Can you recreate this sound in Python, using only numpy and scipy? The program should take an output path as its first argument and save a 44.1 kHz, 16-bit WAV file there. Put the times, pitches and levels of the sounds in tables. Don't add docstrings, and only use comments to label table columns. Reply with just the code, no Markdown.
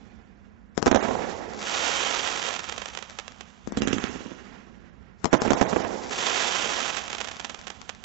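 import sys
import numpy as np
from scipy import signal
from scipy.fft import rfft, irfft, next_fast_len
from scipy.io import wavfile
from scipy.ndimage import uniform_filter1d, minimum_filter1d

SR = 44100
rng = np.random.default_rng(int(sys.argv[2]) if len(sys.argv) > 2 else 0)


def makeup_ratio(level_db):
    decades = np.asarray(level_db, float) / 20
    return 10 ** decades


def persist_wave(psi):
    counts = np.round(np.clip(psi, -1, 1) * 32767).astype(np.int16)
    wavfile.write(sys.argv[1], SR, np.atleast_2d(counts).T)


N = 354563
M = N + SR
BINS = next_fast_len(N + 2 * SR)
HZ = np.fft.rfftfreq(BINS, 1 / SR)[:BINS // 4]

# (frequency [Hz], density [dB per Hz])
NIGHT_COLOUR = [(15, -37), (25, -14), (60, 2), (124, -5), (225, 1), (285, -11), (380, -15), (1190, -22),
                (1630, -20), (3840, -38), (7500, -38), (9750, -68), (16500, -120)]
# (lit [s], full [s], out [s], full level [dB], fall [dB/s], sizzle [dB])
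TRAILS = [
    (-.3, -.1, .7, -60, 28, -14),
    (.86, 1.0, 1.66, -42, 12, -10),
    (3.68, 3.9, 5.2, -41, 24, -22),
    (5.27, 5.43, 6.14, -41, 13, -6),
]
# (frequency [Hz], density [dB per Hz])
HISS_COLOUR = [(410, -32), (700, -2), (1230, -4), (1890, -1), (2060, -4), (4260, -17), (5740, -16),
               (7500, -23), (9750, -53), (16500, -120)]
# (frequency [Hz], density [dB per Hz])
SIZZLE_COLOUR = [(1500, -40), (3000, -6), (4300, -5), (5500, 0), (7500, 0), (9750, -40)]
# (time at near mic [s], lag to far mic [ms], far level [dB])
SINGLE_STARS = [(1.5363, 91.1, -19), (1.5952, 86.9, -19), (2.1068, 87.1, -14), (2.1912, 83.8, -12),
                (2.3372, 88.9, -15), (2.3636, 75.9, -15), (2.3816, 84.3, -15), (2.4213, 85.6, -15),
                (2.4553, 85.2, -15), (2.4776, 86.2, -16), (2.5026, 90.5, -15), (2.5512, 90.6, -19),
                (2.6006, 89.1, -19), (2.6053, 90.5, -15), (2.6354, 88.4, -16), (2.6861, 92.8, -20),
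                (2.695, 85.5, -17), (2.7258, 92.6, -18), (2.7295, 90.7, -20), (2.7636, 94.3, -17),
                (2.7961, 89.7, -22), (2.8608, 89.5, -20), (2.882, 91.7, -15), (2.9001, 88.2, -21),
                (2.9342, 91.2, -19), (3.0983, 89.8, -15), (3.1074, 89.7, -20), (3.1866, 93.3, -21),
                (3.3212, 87.7, -21),
                (6.0961, 90.7, -15), (6.7787, 78.2, -13), (6.8156, 84.7, -15), (6.8915, 80.6, -14),
               (6.9049, 78.5, -16), (6.9961, 83.9, -19), (7.0201, 80.9, -18), (7.0399, 90.1, -14),
               (7.0614, 87.9, -16), (7.0971, 86.3, -17), (7.1175, 86.7, -15), (7.1199, 91.9, -17),
               (7.1375, 76.3, -16), (7.1697, 76, -16), (7.1866, 87, -20), (7.2083, 77.3, -17),
               (7.2284, 86.5, -20), (7.3115, 89, -20), (7.3212, 76.3, -18), (7.359, 90.5, -20),
               (7.3676, 79.1, -14), (7.4122, 84.4, -18), (7.4139, 89.4, -24), (7.4568, 88.8, -20),
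               (7.5909, 79.5, -18), (7.593, 86.7, -21), (7.6138, 88.7, -18), (7.8159, 77.8, -14),
               (7.9493, 90.3, -22)]
# (catches [s], full [s], nearly spent [s], full level at far mic [dB])
CLOUDS = [
    (1.6, 1.83, 2.58, -29.5),
    (6.07, 6.31, 7.0, -29.3),
]
# (time at near mic [s], near peak [dB], lag to far mic [ms], far peak [dB], far ground bounce [ms])
LIFTS = [
    (-.75, -18, 98, -9, .6),
    (-.65, -18, 98, -9, .6),
    (3.6743, -17, 98, -7, .6),
    (3.7223, -17, 97.6, -7, .6),
    (3.7765, -16, 97.6, -6, .6),
    (3.8332, -16, 98, -5, .6),
]
# (time at near mic [s], near peak [dB], lag to far mic [ms], far peak [dB], far ground bounce [ms])
BURSTS = [
    (.7774, -3, 89.4, 8, 2.5),
    (.8266, -3, 87.4, 7, 3.2),
    (.8608, -3, 85.8, 5, 3.4),
    (.877, -5, 82.3, 5, 3.9),
    (5.2444, -2, 85.3, 8, 3.5),
    (5.2558, -2, 80, 7, 4.4),
    (5.4188, -3, 86.6, 7, 3.4),
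    (5.5334, -3, 79.5, 8, 4),
]
# (time [s], peak [dB])
HOUSE_RETURNS = [(1.025, -18), (1.049, -20), (1.083, -20), (1.108, -20), (1.149, -22), (1.189, -24),
                 (5.449, -19), (5.459, -19), (5.476, -16), (5.728, -15), (5.761, -13), (5.847, -21)]
# (delay [s], near level [dB], far level [dB], dull above [Hz])
HIGH_WALLS = [(.014, -22, -4, 2500), (.007, -14, -13, 1400), (.33, -20, -20, 900)]
# (delay [s], near level [dB], far level [dB], dull above [Hz])
LOW_WALLS = [(.014, -11, -2, 450), (.033, -5, 0, 450), (.1087, -13, -5, 3500), (.166, -7, -9, 500),
             (.22, -9, -9, 400), (.386, -12, -10, 900)]
# (time after blast [s], near level [dB], far level [dB])
FIELD_DECAY = [(0, -8, -8), (.015, -16, -13), (.04, -27, -22), (.1, -32, -20), (.18, -25, -17),
               (.36, -23, -20), (.5, -27, -23), (1.2, -35, -31), (2.5, -48, -45)]
# (frequency [Hz], extra T60 [s], near level [dB], far level [dB])
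AIR = [(100, 9, 0, -3), (300, 8, 2, -3), (800, 5, 4, 2), (1500, 4, -3, -3), (3000, 3, -5, -4),
       (5000, 2.5, -2, -4), (7500, 2, -3, -4)]
# (frequency [Hz], gain [dB])
NEAR_MIC = [(30, -20), (100, -8), (220, 2), (500, 2.5), (1200, 1.5), (2500, 0), (4200, 0), (5500, 4),
            (7500, 2)]
# (frequency [Hz], gain [dB])
FAR_MIC = [(30, -24), (100, -8), (250, 2), (600, 1.5), (1200, 0), (2200, 0), (3300, 3), (4400, -4),
           (6200, 1.5), (7500, 0)]
SEAMS_HZ = [148, *range(300, 4300, 300), 4800, 5100, 5400, 6000, 6600, 7200]


def unit(x):
    return x / np.sqrt(np.mean(x ** 2) + 1e-20)


def along(points, hz, column=1):
    table = np.transpose(points)
    return np.interp(np.log(hz + 1), np.log(table[0] + 1), table[column])


def spectrum(x):
    return rfft(x, BINS)[..., :len(HZ)]


def causal(points):
    cepstrum = irfft(np.log(makeup_ratio(along(points, np.fft.rfftfreq(4096, 1 / SR)))))
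    cepstrum[1:2048] *= 2
    cepstrum[2049:] = 0
    return irfft(np.exp(rfft(cepstrum)))


def resonance(centre_hz, width_hz):
    return 1j * HZ * width_hz / (centre_hz ** 2 - HZ ** 2 + 1j * HZ * width_hz)


def noise(points, sway_db, rate_hz):
    knots = rng.standard_normal((2, 420))
    sway = np.array([np.interp(np.arange(N) * rate_hz / SR, np.arange(420), k) for k in knots])
    white = rng.standard_normal((2, 2 * len(HZ))).view(complex)
    colour = makeup_ratio(along(points, HZ)) / (1 + (HZ / 6500) ** 2)
    return unit(irfft(white * colour, BINS)[:, :N] * makeup_ratio(sway_db * sway))


def ticks(s, db):
    at = np.round((s + 1) * SR).astype(int)
    return np.bincount(at[at < M], makeup_ratio(db)[at < M], M)


def arrivals(rows, near_bounce_db, far_bounce_db):
    s, near_db, lag_ms, far_db, bounce_ms = np.transpose(rows)
    far_s = s + lag_ms / 1000
    direct = np.array([ticks(s, near_db), ticks(far_s, far_db)])
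    near_ground = ticks(s + .22e-3 * bounce_ms, near_db + near_bounce_db)
    far_ground = ticks(far_s + 1e-3 * bounce_ms, far_db + far_bounce_db)
    return direct, direct + np.array([near_ground, far_ground])


def blast(push_s, fade):
    u = np.arange(int(30 * push_s * SR) + 9) / (push_s * SR)
    return spectrum((1 - u) * np.exp(-fade * u))


def walls(table):
    total = 0
    for delay_s, near_db, far_db, dull_hz in table:
        face = np.exp(-2j * np.pi * HZ * delay_s) / (1 + 1j * HZ / dull_hz) ** 2
        total = total + makeup_ratio(np.array([[near_db], [far_db]])) * face
    return total


def fields(wet_db, lumpy_db):
    hz, t = np.fft.rfftfreq(256, 1 / SR)[:50], np.arange(680) * 128 / SR
    s, *levels_db = np.transpose(FIELD_DECAY)
    shape_db = np.array([np.interp(t, s, c) for c in levels_db])
    shape_db = shape_db + lumpy_db * rng.standard_normal((2, len(t)))
    colour_db = np.array([along(AIR, hz, column=2), along(AIR, hz, column=3)])
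    fading = makeup_ratio(-60 * t / along(AIR, hz)[:, None])
    z = rng.standard_normal((2, len(hz), 2 * len(t))).view(complex) / 16
    z *= makeup_ratio(wet_db + shape_db)[:, None] * makeup_ratio(colour_db)[..., None] * fading
    return signal.istft(np.pad(z, ((0, 0), (0, 79), (0, 0))), SR, nperseg=256)[1]


def night():
    return makeup_ratio(np.array([[-61], [-47]])) * noise(NIGHT_COLOUR, sway_db=1.5, rate_hz=6)


def burn_gain(lead_s, sizzle_share):
    t = np.arange(N) / SR + lead_s
    total = 0
    for lit, full, out, full_db, fall, sizzle_db in TRAILS:
        db = np.interp(t, [lit, full, out], [full_db - 14, full_db, full_db - fall * (out - full)])
        total = total + ((t > lit) & (t < out)) * makeup_ratio(db) * makeup_ratio(sizzle_share * sizzle_db)
    return total


def trails():
    def gain(share):
        near, far = makeup_ratio(-8) * burn_gain(.09, share), makeup_ratio(8) * burn_gain(0, share)
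        return uniform_filter1d([near, far], size=900)

    hiss = gain(0) * noise(HISS_COLOUR, sway_db=4, rate_hz=35)
    return hiss + gain(1) * noise(SIZZLE_COLOUR, sway_db=4, rate_hz=50)


LOW_LAG_MS, LAG_SPAN_MS = 94, 18


def star_rows(far_s, lag_ms, far_db):
    height = np.clip((LOW_LAG_MS - lag_ms) / LAG_SPAN_MS, 0, 1)
    bounce_ms = 1.7 + 2.6 * height
    return np.c_[far_s - lag_ms / 1000, far_db - 11.5, lag_ms, far_db, bounce_ms]


def cloud(catch_s, full_s, spent_s, full_db, count=6000, lasts_s=2.1):
    catch_db, sag_db_per_s, spent_db, dying_db_per_s = -8, 7.5, -5, 20
    big_share, big_db, big_scatter_db = .045, -11, 5
    when, height, size, lot = rng.random((count, 4)).T
    s = catch_s + when * lasts_s
    spent = s > spent_s
    rising_db = catch_db * np.clip((full_s - s) / (full_s - catch_s), 0, 1) ** 2.1
    sag_db = sag_db_per_s * np.clip(s - full_s, 0, spent_s - full_s)
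    dying_db = dying_db_per_s * np.clip(s - spent_s, 0, None)
    db = full_db + rising_db - sag_db - dying_db + spent_db * spent
    db = db + 13 - 3.5 * np.log(size + .03)
    big = (lot < big_share) & ~spent & (s > full_s - .1)
    db = np.where(big, big_db + rising_db + big_scatter_db * (size - .5), db)
    alight_share = np.interp(s, [catch_s, full_s, spent_s], [.04, .6, .2])
    db[lot > alight_share] = -200
    return star_rows(s, LOW_LAG_MS - LAG_SPAN_MS * height, db)


def stars():
    s, lag_ms, db = np.transpose(np.array(SINGLE_STARS))
    single = star_rows(s + lag_ms / 1000, lag_ms, db + 8.7)
    rows = np.vstack([single, *[cloud(*c) for c in CLOUDS]])
    direct, both = arrivals(rows, near_bounce_db=-4, far_bounce_db=-1.5)
    rumble = 1 + makeup_ratio(15) / (1 + 1j * HZ / 260) ** 3
    echoes = spectrum(fields(wet_db=-28, lumpy_db=3)) * rumble
    return (spectrum(both) + spectrum(direct) * echoes) * blast(push_s=.12e-3, fade=.87)


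def lifts():
    direct, both = arrivals(LIFTS, near_bounce_db=-6, far_bounce_db=-4)
    echoes = walls(LOW_WALLS) + spectrum(fields(wet_db=-28, lumpy_db=3))
    push = (spectrum(both) + spectrum(direct) * echoes) * blast(push_s=.7e-3, fade=.6)
    push = push * makeup_ratio(-1.8) * (1 + makeup_ratio(3) * resonance(centre_hz=230, width_hz=170))
    dying = makeup_ratio(np.array([[-12], [-4.5]]) - 60 * np.arange(SR // 10) / SR / .013)
    spit = signal.oaconvolve(direct, dying, axes=1)[:, :M] * rng.standard_normal(direct.shape)
    low_hz, high_hz = np.array([[4000], [1800]]), np.array([[9000], [4500]])
    sharp = 1j * HZ / (low_hz + 1j * HZ) / (1 + 1j * HZ / high_hz)
    return push + sharp * spectrum(spit) * (1 + makeup_ratio(11) * echoes)


def house_answers():
    s, db = np.transpose(HOUSE_RETURNS)[..., None]
    late, size = rng.random((len(HOUSE_RETURNS), 8, 2)).transpose(2, 0, 1)
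    spread_ms = 7
    answers = ticks((s + late * spread_ms / 1000).ravel(), (db + 10.5 - 12 * size).ravel())
    return uniform_filter1d(answers, size=9)


def bursts():
    direct, echoed = arrivals(BURSTS, near_bounce_db=-4, far_bounce_db=-2.5)
    tails = [fields(wet_db=-27, lumpy_db=3) for shell in BURSTS[::2]] * 2
    for side in range(2):
        for at, tail in zip(np.flatnonzero(direct[side]), tails):
            echoed[side, at:at + tail.shape[1]] += direct[side, at] * tail[side, :M - at]
    echoed[1] += house_answers()
    paths = spectrum(echoed) + spectrum(direct) * walls(HIGH_WALLS)
    bark = makeup_ratio(-7) * resonance(centre_hz=760, width_hz=500)
    crack = 1.2 * (1j * HZ / (4500 + 1j * HZ)) ** 2
    return paths * blast(push_s=.28e-3, fade=.5) * (1 + bark + crack)


def scene():
    microphones = spectrum(np.array([causal(NEAR_MIC), causal(FAR_MIC)]))
    blasts = irfft((bursts() + lifts() + stars()) * microphones, BINS)[:, SR:M]
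    return blasts + trails() + night()


def shared_treble(x, grit_db, smear_db=-24, starve_db=-34, uneven_db=7):
    shared_hz, holes_hz = 3450, 2300
    hz, t, z = signal.stft(x, SR, nperseg=1024)
    z, hz = z[:, :224], hz[:224, None]

    def power(v):
        return uniform_filter1d(abs(v) ** 2, size=14, axis=-2) + 1e-18

    both = z.sum(axis=0)
    z = np.where(hz > shared_hz, both * np.sqrt(power(z) / power(both) + makeup_ratio(-40)), z)
    smear = makeup_ratio(2 * smear_db) * abs(uniform_filter1d(power(z), size=5)) * (hz > 900)
    spread = makeup_ratio(2 * grit_db) * power(z) + smear
    z = z + np.sqrt(spread) * np.exp(2j * np.pi * rng.random(z.shape))
    loud = np.roll(-minimum_filter1d(-power(z).max(axis=(0, 1)), size=3), 4)
    uneven = makeup_ratio(2 * (starve_db + uneven_db * rng.standard_normal((16, len(t)))))
    floor = loud * (loud / loud.max()) ** .45 * uneven.repeat(14, axis=0)
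    z = z * np.where((hz > holes_hz) & (power(both) < floor), makeup_ratio(-20), 1)
    return signal.istft(np.pad(z, ((0, 0), (0, 289), (0, 0))), SR, nperseg=1024)[1][:, :N]


def dip(centre_hz, width_hz, depth):
    rest = centre_hz * centre_hz - HZ ** 2
    return (rest + 1j * HZ * width_hz * depth) / (rest + 1j * HZ * width_hz)


def roll_off(x):
    return signal.sosfilt(signal.butter(12, 8740, fs=SR, output="sos"), x)


def record(dry):
    x = dry / (1 + abs(dry / [[.63], [.6]]) ** 4.5) ** (1 / 4.5)
    seams = np.prod([dip(c, width_hz=26, depth=.25) for c in SEAMS_HZ], axis=0)
    over_hz = HZ - 7680
    edge = makeup_ratio(-np.clip(over_hz, 0, 200) * .12 - np.clip(over_hz, 0, 2000) * .035)
    mix = irfft(spectrum(shared_treble(x, grit_db=-12)) * seams * edge, BINS)[:, :N]
    return roll_off(mix)


dry = scene()
out = record(dry)
persist_wave(out)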